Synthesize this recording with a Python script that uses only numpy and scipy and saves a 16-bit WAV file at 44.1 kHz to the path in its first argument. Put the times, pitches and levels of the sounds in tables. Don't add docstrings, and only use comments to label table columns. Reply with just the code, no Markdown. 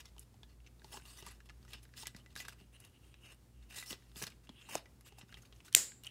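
import sys
import numpy as np
from scipy import signal
from scipy.fft import rfft, irfft
from scipy.io import wavfile
from scipy.ndimage import uniform_filter1d

SR = 44100
rng = np.random.default_rng(int(sys.argv[2]) if len(sys.argv) > 2 else 0)


def convert_level_to_amplitude(level_db):
    exponent = np.asarray(level_db, float) / 20
    return 10 ** exponent


def transcribe(u):
    v = np.clip(np.atleast_2d(u).T, -1, 1)
    q = np.round(v * 32767).astype(np.int16)
    wavfile.write(sys.argv[1], SR, q)


N = 269123
CUT_S = 5.7499

# f/Hz, level/dB, t60/s
BLADE_MODES = [(1247, -3, 0.088), (1712, -2, 0.11), (2007, 4.5, 0.064), (2800, 3.5, 0.1), (3020, 4, 0.06),
               (3780, -0.5, 0.088), (4510, -11, .03), (5355, 4.5, 0.055), (6670, -1, 0.025),
               (7810, -22, 0.032), (8900, -4, 0.023), (10130, -5.5, 0.019), (10950, -4, .04),
               (13000, -30.5, 0.018)]


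def evened(x):
    return x / np.sqrt(np.mean(x ** 2) + 1e-20)


def read(points, hz):
    f, value = np.transpose(points)
    return np.interp(np.log(hz + 1), np.log(f + 1), value)


def add(mix, s, sound):
    part = mix[round(s * SR):][:len(sound)]
    part += sound[:len(part)]


def coloured(x, points):
    gain = convert_level_to_amplitude(read(points, np.fft.rfftfreq(len(x), 1 / SR)))
    return irfft(rfft(x) * gain, len(x))


def band(x, lo_hz, hi_hz):
    edges = np.clip([lo_hz, hi_hz], 20, .49 * SR)
    return signal.sosfilt(signal.butter(2, edges, "band", fs=SR, output="sos"), x)


def split(x, low_hz, high_hz):
    hz, z = np.fft.rfftfreq(len(x), 1 / SR), rfft(x)
    below_low, below_high = [1 / (1 + (hz / edge) ** 6) for edge in (low_hz, high_hz)]
    shares = (below_low, below_high - below_low, 1 - below_high)
    return [evened(irfft(z * share, len(x))) for share in shares]


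def ring(hz, db, t60, size=4096):
    t = np.arange(size) / SR
    return convert_level_to_amplitude(db - 60 * t / max(t60, .002)) * np.sin(2 * np.pi * hz * t)


def wander(smooth_s):
    size = max(int(smooth_s * SR), 2)
    return evened(uniform_filter1d(uniform_filter1d(rng.standard_normal(N), size), size))


def background():
    # f/Hz, level/dB per Hz
    air_colour = [(30, -19.5), (60, -12.5), (100, -10.5), (150, -16.5), (240, -18.5), (400, -23.5),
                  (600, -30.5), (1500, -36.5), (3000, -39.5), (8700, -41), (15600, -46), (16100, -61.5)]
    # f/Hz, drift/Hz, level/dB
    room_mode = (58, 1.49, 2.2)
    # t/s, level/dB
    boom_swell = [(0.0, -63), (1.7, -59), (2.14, -65.5), (2.16, -61.5), (2.79, -63.5), (2.84, -83),
                  (3.09, -58), (3.21, -70.5), (3.69, -59.5), (3.75, -69), (4.2, -60), (4.4, -65),
                  (4.62, -63), (4.72, -71), (5.57, -60.5), (5.72, -78), (6.05, -61.5), (6.1, -76.5)]
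    # f/Hz, level/dB
    hum_tones = [(120, -69), (234, -85)]
    t = np.arange(N) / SR
    air = coloured(rng.standard_normal(N), air_colour) * convert_level_to_amplitude(.8 * wander(0.083))
    air *= convert_level_to_amplitude(-69.5) / np.std(band(air, 150, 16000))

    mode_hz, drift_hz, mode_db = room_mode
    boom_level = convert_level_to_amplitude(mode_db + 2.6 * wander(0.049) + np.interp(t, *np.transpose(boom_swell)))
    boom_turns = np.cumsum(mode_hz + drift_hz * wander(0.058)) / SR
    boom = boom_level * np.sin(2 * np.pi * boom_turns)

    hum = np.zeros(N)
    for hz, db in hum_tones:
        hum += convert_level_to_amplitude(db + 1.5 * wander(0.13)) * np.sqrt(2) * np.sin(2 * np.pi * hz * t)
    return air + boom + hum


def pressure(start, length, level_db):
    rise_db_per_s, fall_db_per_s, swell_db = 1495, 1005, -0.5
    t = np.arange(N) / SR - start
    rise = np.minimum(rise_db_per_s * t, 0)
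    hold = swell_db * (t / length - .5).clip(-.5, .5)
    release = swell_db / 2 - fall_db_per_s * (t - length)
    return convert_level_to_amplitude(level_db + np.minimum(rise + hold, release))


def patchy(x, depth_db):
    z = signal.stft(x, nperseg=256)[2]
    patches = uniform_filter1d(rng.standard_normal(z.shape), size=3, axis=0)
    patches = uniform_filter1d(patches, size=16, axis=1)
    return evened(signal.istft(z * convert_level_to_amplitude(depth_db * evened(patches)), nperseg=256)[1][:N])


def scrape(grit_db=2.3, lumps_db=1.0, grip_db=4.5, ringing=.38, patch_db=2.5):
    # f/Hz, level/dB per Hz
    rub_colour = [(200, -3), (700, -24), (1500, -9), (3000, 1.5), (6000, -2.5), (10000, -4.5), (15700, -11),
                  (16100, -40)]
    # f/Hz, level/dB, t60/s
    squeak_modes = [(2760, 6, 0.03), (2900, 12.5, 0.025), (3150, 7, 0.02), (8940, -1.5, 0.023),
                    (9300, -2, 0.026), (3800, 3, .01)]
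    # t/s, length/s, pressure/dB, brightness/dB, cage body/dB
    strokes = [(0.0, 0.009, -55, -9, -11), (.925, 0.051, -60.5, 0.5, -1), (1.057, 0.11, -65.5, -2, -9),
               (1.181, 0.027, -62, 0.5, -7.5), (1.265, 0.026, -62, -7, -4), (1.686, 0.055, -68, -4, -5),
               (1.737, 0.016, -55.5, -21, -11), (1.972, 0.065, -57, -3.5, -12),
               (2.063, 0.017, -55.5, -26, -33), (2.161, 0.038, -67, -10, -1),
               (2.374, 0.049, -53, -5.5, -12), (2.451, 0.0085, -59.5, -14, -4.5),
               (2.489, 0.0057, -53.5, -8, -9), (3.703, 0.059, -61, -3.5, -12),
               (3.764, 0.029, -55, 1.5, -16), (3.8, 0.038, -58.5, -2, -17), (3.864, 0.029, -65.5, 5, -7),
               (3.899, 0.03, -59, 7, -10), (4.168, 0.038, -58.5, 3, -10), (4.223, 0.017, -55, 7.5, -4.5),
               (4.271, 0.0037, -47.5, -13, -8), (4.694, 0.034, -60.5, 3, -1),
               (4.735, 0.022, -54.5, 0, -5.5), (4.756, 0.028, -59, -6, -2), (5.061, 0.023, -65, -1, -6),
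               (5.186, 0.0069, -63.5, 1.5, -5), (5.652, 0.032, -65, -2.5, -5.5)]
    # t/s, length/s, pressure/dB, brightness/dB
    brushes = [(0.052, 0.038, -69, -11), (0.2, 0.029, -73, 2), (0.492, 0.039, -75, -20),
               (0.666, 0.0061, -71, -18), (0.843, 0.089, -71.5, -2), (0.99, 0.078, -77.5, 2.5),
               (1.224, 0.06, -67.5, -5), (1.3, 0.021, -65, -17), (1.327, 0.04, -76, -3),
               (1.458, 0.01, -72.5, -3.5), (1.936, 0.026, -77, -11), (2.071, 0.035, -69, -8),
               (2.73, 0.036, -76.5, 0), (3.214, 0.04, -81, 2), (3.32, 0.01, -69, -6), (3.97, 0.21, -79, -4),
               (4.44, 0.015, -73, -4), (5.375, 0.013, -65.5, -5), (5.551, 0.056, -77.5, -2),
               (1.484, 0.013, -84, -17), (1.618, 0.016, -77, -8), (1.771, 0.022, -68, -25),
               (1.831, 0.009, -70, 4), (2.304, 0.028, -72, -12), (2.524, 0.0091, -64, -6),
               (2.591, 0.023, -72.5, -4), (2.802, 0.072, -74, 0), (3.25, 0.078, -69, -3),
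               (3.625, 0.013, -71.5, -12), (3.915, 0.038, -60.5, -29), (4.307, 0.023, -69, -21),
               (4.593, 0.084, -73, -3), (4.774, 0.047, -68, -29), (5.213, 0.018, -66, -24),
               (5.284, 0.046, -75.5, -3), (5.424, 0.0038, -70, 0), (5.457, 0.01, -69, -7),
               (6.058, 0.0045, -71, 8)]
    # t/s, length/s, level/dB
    songs = [(1.005, 0.084, -75), (1.212, 0.13, -83), (2.433, 0.057, -76), (2.598, 0.045, -76),
             (2.742, 0.027, -65.5), (2.818, 0.061, -71), (2.941, .03, -70.5), (3.027, 0.12, -78),
             (3.16, 0.066, -78), (3.24, 0.085, -65), (3.54, 0.14, -81), (3.71, 0.12, -63),
             (4.225, 0.0099, -53), (4.549, 0.075, -68.5), (4.651, 0.018, -67), (4.695, 0.058, -57.5),
             (1.06, 0.072, -88), (4.475, 0.05, -76), (5.05, 0.18, -74), (5.3, 0.084, -69),
             (6.043, 0.071, -60.5), (2.56, .8, -86), (4.5, .2, -80)]
    slips = rng.standard_normal(N) * convert_level_to_amplitude(grit_db * wander(0.0012) + lumps_db * wander(0.005))
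    modes = np.zeros(N)
    for hz, db, t60 in BLADE_MODES:
        gripped = slips * convert_level_to_amplitude(grip_db * wander(0.026))
        modes += signal.oaconvolve(gripped, ring(hz, db, .5 * t60))[:N] / np.sqrt(t60)
    rub = patchy(coloured(slips, rub_colour), patch_db) + ringing * evened(modes)
    body, mid, top = split(band(rub, 250, 21000), 1200, 6500)
    squeak = evened(signal.oaconvolve(slips, sum(ring(*m) for m in squeak_modes))[:N])

    out = np.zeros(N)
    brush_body_db = -8
    for *stroke, bright_db, body_db in list(strokes) + [(*row, brush_body_db) for row in brushes]:
        out += pressure(*stroke) * (mid + convert_level_to_amplitude(bright_db) * top + convert_level_to_amplitude(body_db) * body)
    for row in songs:
        out += pressure(*row) * squeak
    return out


def lock(start, end, hz, level_db, spread=0.058):
    size = round((end - start) * SR)
    tone = band(rng.standard_normal(8192), (1 - spread) * hz, (1 + spread) * hz)[:size]
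    return start, convert_level_to_amplitude(level_db) * evened(tone) * signal.windows.tukey(size, .6)


def add_locks(near):
    locked_tones = [(.925, 0.975, 7670, -59), (1.074, 1.17, 8500, -65), (2.37, 2.44, 6000, -69),
                    (1.977, 2.034, 5540, -61), (1.979, 2.033, 8700, -60.5), (2.733, 2.773, 9600, -72.5),
                    (3.777, 3.805, 3840, -55), (3.855, 3.94, 5540, -56.5), (4.548, 4.64, 3350, -68),
                    (4.61, 4.685, 7100, -73.5), (4.65, 4.69, 3940, -69), (4.722, 4.752, 5000, -62),
                    (1.265, 1.3, 7300, -63), (1.275, 1.295, 8400, -66), (1.308, 1.325, 10900, -62),
                    (2.74, 2.78, 3960, -76), (1.17, 1.21, 5800, -63.5), (1.07, 1.12, 4470, -66),
                    (.925, .975, 870, -61), (5.652, 5.67, 7600, -65), (5.417, 5.432, 6780, -66.5),
                    (1.69, 1.77, 10000, -80), (0.055, 0.074, 3500, -66.5), (3.02, 3.16, 8800, -81.5),
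                    (0.66, 0.68, 6300, -71), (2.19, 2.23, 3000, -74.5), (5.042, 5.09, 7600, -69),
                    (6.066, 6.078, 3000, -43.5), (2.38, 2.4, 5100, -55), (2.402, 2.43, 6800, -58),
                    (4.77, 4.784, 3800, -59), (4.772, 4.786, 2600, -56), (1.263, 1.287, 1200, -60),
                    (.924, .938, 3300, -58), (.93, .952, 5200, -60), (5.762, 5.787, 2050, -45)]
    for row in locked_tones:
        add(near, *lock(*row))


def tick(s, blow_db, hz, thump_db, bright_db):
    t = np.arange(4096) / SR
    noise, chance = rng.standard_normal(4096), rng.standard_normal(len(BLADE_MODES) + 1)
    crack = noise * (np.exp(-t / 0.001) + 0.45 * np.exp(-t / 0.0068))
    crack = 1.23 * evened(crack) + 0.45 * evened(band(crack, 0.73 * hz, 1.38 * hz))
    blades = sum(ring(f, db + 7.5 * k, 0.8 * d) for k, (f, db, d) in zip(chance, BLADE_MODES))
    t60 = 1.2 / np.sqrt(hz) + 0.058 * (abs(hz - 2000) < 90)
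    clink = evened(crack) + 0.18 * evened(blades) + 0.54 * evened(ring(hz, 0, t60))

    knock = ring(400 * convert_level_to_amplitude(0.19 * chance[-1]), 0, 0.045)
    knock += ring(160, -.4 * (blow_db + 80), 0.088)
    knock += ring(857, -0.66, 0.022) + ring(683, -6.0, 0.024)

    parts = evened(band(band(clink, 540, 6130), 450, 6700))
    parts += convert_level_to_amplitude(bright_db) * evened(band(band(clink, 6170, 12700), 4800, 15400))
    parts += convert_level_to_amplitude(thump_db) * evened(knock)
    return s, convert_level_to_amplitude(blow_db - 17.0) * parts * np.minimum(t / 0.000095, 1)


def add_ticks(near):
    # t/s, blow/dB, ring f/Hz, brightness/dB
    clinks = [(0.056, -53, 5600, -5), (0.1816, -53, 3020, -8), (0.1938, -70.5, 9600, 25),
              (1.1732, -55.5, 4660, -1), (1.4962, -50, 1710, -18), (1.7331, -43.5, 3320, -7.5),
              (1.938, -53.5, 1680, -30), (1.9842, -57, 3070, -9), (2.0561, -45, 2000, -16),
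              (2.0699, -43, 2900, 3), (2.1641, -53.5, 4880, -0.5), (2.3543, -49, 3930, -5.5),
              (2.3625, -40, 1640, -7.5), (2.403, -40, 2000, -8), (2.4518, -47.5, 1690, -9),
              (2.4837, -40, 1590, -8), (2.8022, -68.5, 10800, 15.5), (2.849, -58, 3800, -7),
              (2.8498, -71, 10400, 15), (2.803, -66, 4800, -8), (0.8444, -53.5, 4350, -8),
              (0.9733, -50, 2900, -15), (1.2644, -58.5, 11000, 8.5), (3.766, -53, 6500, 1),
              (3.788, -52, 5600, -1), (4.2233, -47.5, 8700, -1), (3.7624, -60, 7550, 8),
              (3.8258, -41.5, 1995, -23), (4.2386, -37, 6200, -23), (4.2677, -44.5, 4230, -2),
              (4.3027, -57, 2920, -4), (5.0093, -61, 11000, 1.5), (5.212, -51, 3080, -22),
              (5.3425, -46, 3140, -19), (6.036, -54.5, 2900, 3.5), (6.047, -50.5, 4320, -9),
              (6.0684, -58, 5770, 9.5), (3.345, -71, 9550, 6), (1.31, -63, 8150, 4), (1.65, -71, 8450, 2),
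              (1.458, -65, 9200, -4), (2.897, -80, 10600, 10), (4.78, -55, 6530, -7),
              (3.7457, -60, 4000, 6)]
    # t/s, blow/dB, ring f/Hz, thump/dB
    knocks = [(0.1648, -61, 940, 3), (0.432, -50, 3450, -8), (0.7957, -61.5, 3730, -6),
              (0.8187, -57.5, 1630, -2), (0.8455, -54.5, 846, 5), (0.9419, -48, 860, -26),
              (0.971, -47, 1030, -1.5), (1.2262, -53, 2940, 3.5), (1.2658, -45.5, 940, -12),
              (2.031, -45.5, 898, -11), (2.1474, -50, 1963, -6.5), (2.524, -56, 1420, -7),
              (2.612, -61, 2820, 0), (3.779, -49.5, 1970, -4), (3.907, -44, 2900, -8),
              (3.9285, -40, 3430, -7.5), (4.159, -50, 3500, -4.5), (4.2174, -44, 1720, 0),
              (4.2241, -37, 5800, -4.5), (4.492, -47.5, 3350, -5), (4.6888, -47, 896, -14),
              (4.754, -41, 850, -4), (4.7707, -47.5, 1210, -9.5), (4.857, -53.5, 1970, -4.5),
              (5.123, -56.5, 790, 1.5), (5.184, -53.5, 790, -26), (5.371, -53.5, 2000, -6),
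              (5.525, -53.5, 3260, -5.5), (5.6812, -52.5, 1500, -24)]
    # t/s, blow/dB, ring f/Hz
    touches = [(0.342, -61.5, 744), (0.664, -57.5, 2690), (0.672, -55.5, 2640), (1.054, -52.5, 2800),
               (1.404, -54, 1710), (1.4899, -54.5, 2620), (1.628, -62.5, 4580), (1.679, -57.5, 1970),
               (1.6843, -66, 1870), (1.829, -67, 5370), (1.852, -57.5, 1610), (2.2615, -53, 2000),
               (2.8403, -58, 2760), (4.023, -63, 1840), (3.1413, -53.5, 2650), (3.626, -66, 3750),
               (4.321, -57.5, 2220), (4.4716, -59, 2740), (5.292, -59.5, 1480), (5.318, -65, 6600),
               (5.3252, -49.5, 1630), (5.422, -67, 6600), (5.452, -60, 2870), (5.604, -54.5, 2600),
               (5.919, -53, 1620), (0.9982, -57, 1520), (1.021, -58, 2700), (1.502, -54, 1265),
               (1.65, -58.5, 1250), (1.891, -65, 1860), (4.096, -70, 4200), (4.116, -62, 3570),
               (4.617, -56, 3150), (5.433, -62, 1410), (5.474, -76, 4400), (5.562, -64, 6800),
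               (5.684, -60, 4000), (.054, -57, 2050), (.603, -65, 2700), (.645, -67, 2900)]
    for *blow, bright_db in clinks:
        add(near, *tick(*blow, -20, bright_db))
    for s, blow_db, hz, thump_db in knocks:
        bright_db = -21.5 + 0.64 * (blow_db + 50)
        add(near, *tick(s, blow_db, hz, thump_db, bright_db))
    for row in touches:
        add(near, *tick(*row, -13.5, -19.5))


def thud(s, db, hz, sag):
    sag_cycles, dying_cycles = .7, 5.2
    swings = np.arange(4096) / SR * hz
    turns = swings + sag * sag_cycles * (1 - np.exp(-swings / sag_cycles))
    return s, convert_level_to_amplitude(db - 60 * swings / dying_cycles) * np.sin(2 * np.pi * turns)


def add_thuds(near):
    # t/s, level/dB, f/Hz, share higher at the start [ratio]
    bumps = [(2.15, -41.5, 187, 0), (2.355, -48, 182, 0), (2.617, -49.5, 197, 0), (3.913, -40, 200, .3),
             (4.166, -43, 190, 0), (4.232, -38, 167, 0), (4.498, -40.5, 240, 0), (4.7541, -24.5, 270, 2.6),
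             (5.234, -47, 181, 0), (3.929, -46, 220, 2.5), (.973, -47, 280, 2.5), (5.7635, -34, 640, 0),
             (5.771, -39, 566, 0)]
    for row in bumps:
        add(near, *thud(*row))


def snap():
    # t/s, peak level/dB, centre
    # f/Hz, length/s, roughness [ratio]
    bursts = [(0.9722, -49, 2600, 0.00027, 0.5), (2.0704, -30, 5800, 0.00017, 0.6),
              (2.483, -37, 7460, 0.00026, 0.6), (4.7538, -19.5, 7000, 0.00012, 0.5),
              (5.7277, -33, 8200, 0.00035, 0.8), (5.731, -47, 3140, 0.0054, 0.84),
              (5.7392, -41, 8600, 0.0004, 0.6), (5.744, -48, 3100, 0.004, 0.2),
              (5.7494, -5, 3100, 0.00017, 0.1), (5.7501, -8, 9200, 0.00032, 0.4),
              (5.7504, -10, 13700, .0002, 0.4), (5.7506, -6.5, 7150, 0.0004, 0.3),
              (5.7514, -23, 7500, 0.001, 1.2), (5.7520, -31, 2100, 0.00049, 0.8),
              (5.756, -47, 112, 0.0033, 0.2), (5.7491, -16, 5200, .00018, .4),
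              (5.7503, -11, 4900, .0002, .3), (2.4021, -35, 2900, .0004, .4), (2.378, -41, 5000, .0005, .6),
              (1.2256, -44, 5000, .0003, .7), (.9738, -45, 1100, .001, .3), (.944, -44, 5200, .0004, .6),
              (3.7675, -38, 9200, .0004, .6), (3.788, -39, 4000, .0006, .5), (3.863, -44, 5300, .0007, .5),
              (3.9068, -37, 3000, .0008, .4), (3.9285, -40, 3600, .0005, .5)]
    # f/Hz, level/dB, t60/s
    shut_modes = [(7200, -20, 0.016), (7400, -31, 0.05), (8600, -26, 0.016), (10900, -29, .016),
                  (2080, -33, .02)]
    out, t = np.zeros(N), np.arange(-512, 512) / SR
    for s, peak_db, hz, length, rough in bursts:
        noise = evened(band(rng.standard_normal(1024), 0.5 * hz, 1.43 * hz))
        wave = (1 - rough) * np.cos(2 * np.pi * hz * t) + .5 * rough * noise
        burst = wave * np.exp(-.5 * (t / length) ** 2)
        add(out, s + t[0], convert_level_to_amplitude(peak_db) * burst / abs(burst).max())
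    add(out, CUT_S, sum(ring(*m) for m in shut_modes))
    return out


def spread_cut():
    # f/Hz, level/dB per Hz
    cut_colour = [(70, -24), (150, -19), (380, -11), (660, -20), (1200, -20), (2000, -12), (3500, -12),
                  (5500, -6.5), (6600, -1), (7300, 2), (8400, -5), (10000, -10), (15300, -13), (16300, -55)]
    click = 1. * (np.arange(N) == round(CUT_S * SR))
    spread = coloured(click, cut_colour)
    spread *= np.arange(N) > (CUT_S - .0006) * SR
    return spread * convert_level_to_amplitude(1.0) / np.linalg.norm(spread)


def walls(x, delay_s=0.012, table_db=-8.5):
    # f/Hz, t60/s
    room_t60 = [(150, 0.3), (660, 0.39), (1740, 0.33), (4590, 0.33), (6300, 0.23), (7300, 0.37),
                (8600, 0.29), (12100, 0.24)]
    size = SR // 2
    taps = np.zeros(size)
    at = np.arange(80, size - 8, 8)
    taps[at + rng.integers(0, 8, len(at))] = rng.choice([-1., 1.], len(at))
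    hz, t, z = signal.stft(taps, SR, nperseg=256)
    decay = convert_level_to_amplitude(-60 * t / read(room_t60, hz)[:, None])
    tail = signal.istft(z * decay, SR, nperseg=256)[1]
    tail *= np.where(np.arange(len(tail)) < delay_s * SR, convert_level_to_amplitude(table_db), 1)
    return signal.oaconvolve(x, tail / np.linalg.norm(tail))[:N]


def scene():
    near = scrape()
    add_ticks(near)
    add_thuds(near)
    add_locks(near)
    reflected = walls(convert_level_to_amplitude(-19.5) * near + spread_cut())
    return (near + snap() + reflected + background())[None]


def band_limit(x):
    return signal.sosfilt(signal.butter(12, 17090, fs=SR, output="sos"), x)


def record(dry):
    cut = signal.sosfilt(signal.butter(6, 44, "high", fs=SR, output="sos"), dry)
    low_pass = signal.firwin(511, 16920, window=("kaiser", 9), fs=SR)
    cut = signal.oaconvolve(cut, low_pass[None], "same")
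    return band_limit(cut)


dry = scene()
out = record(dry)
transcribe(out)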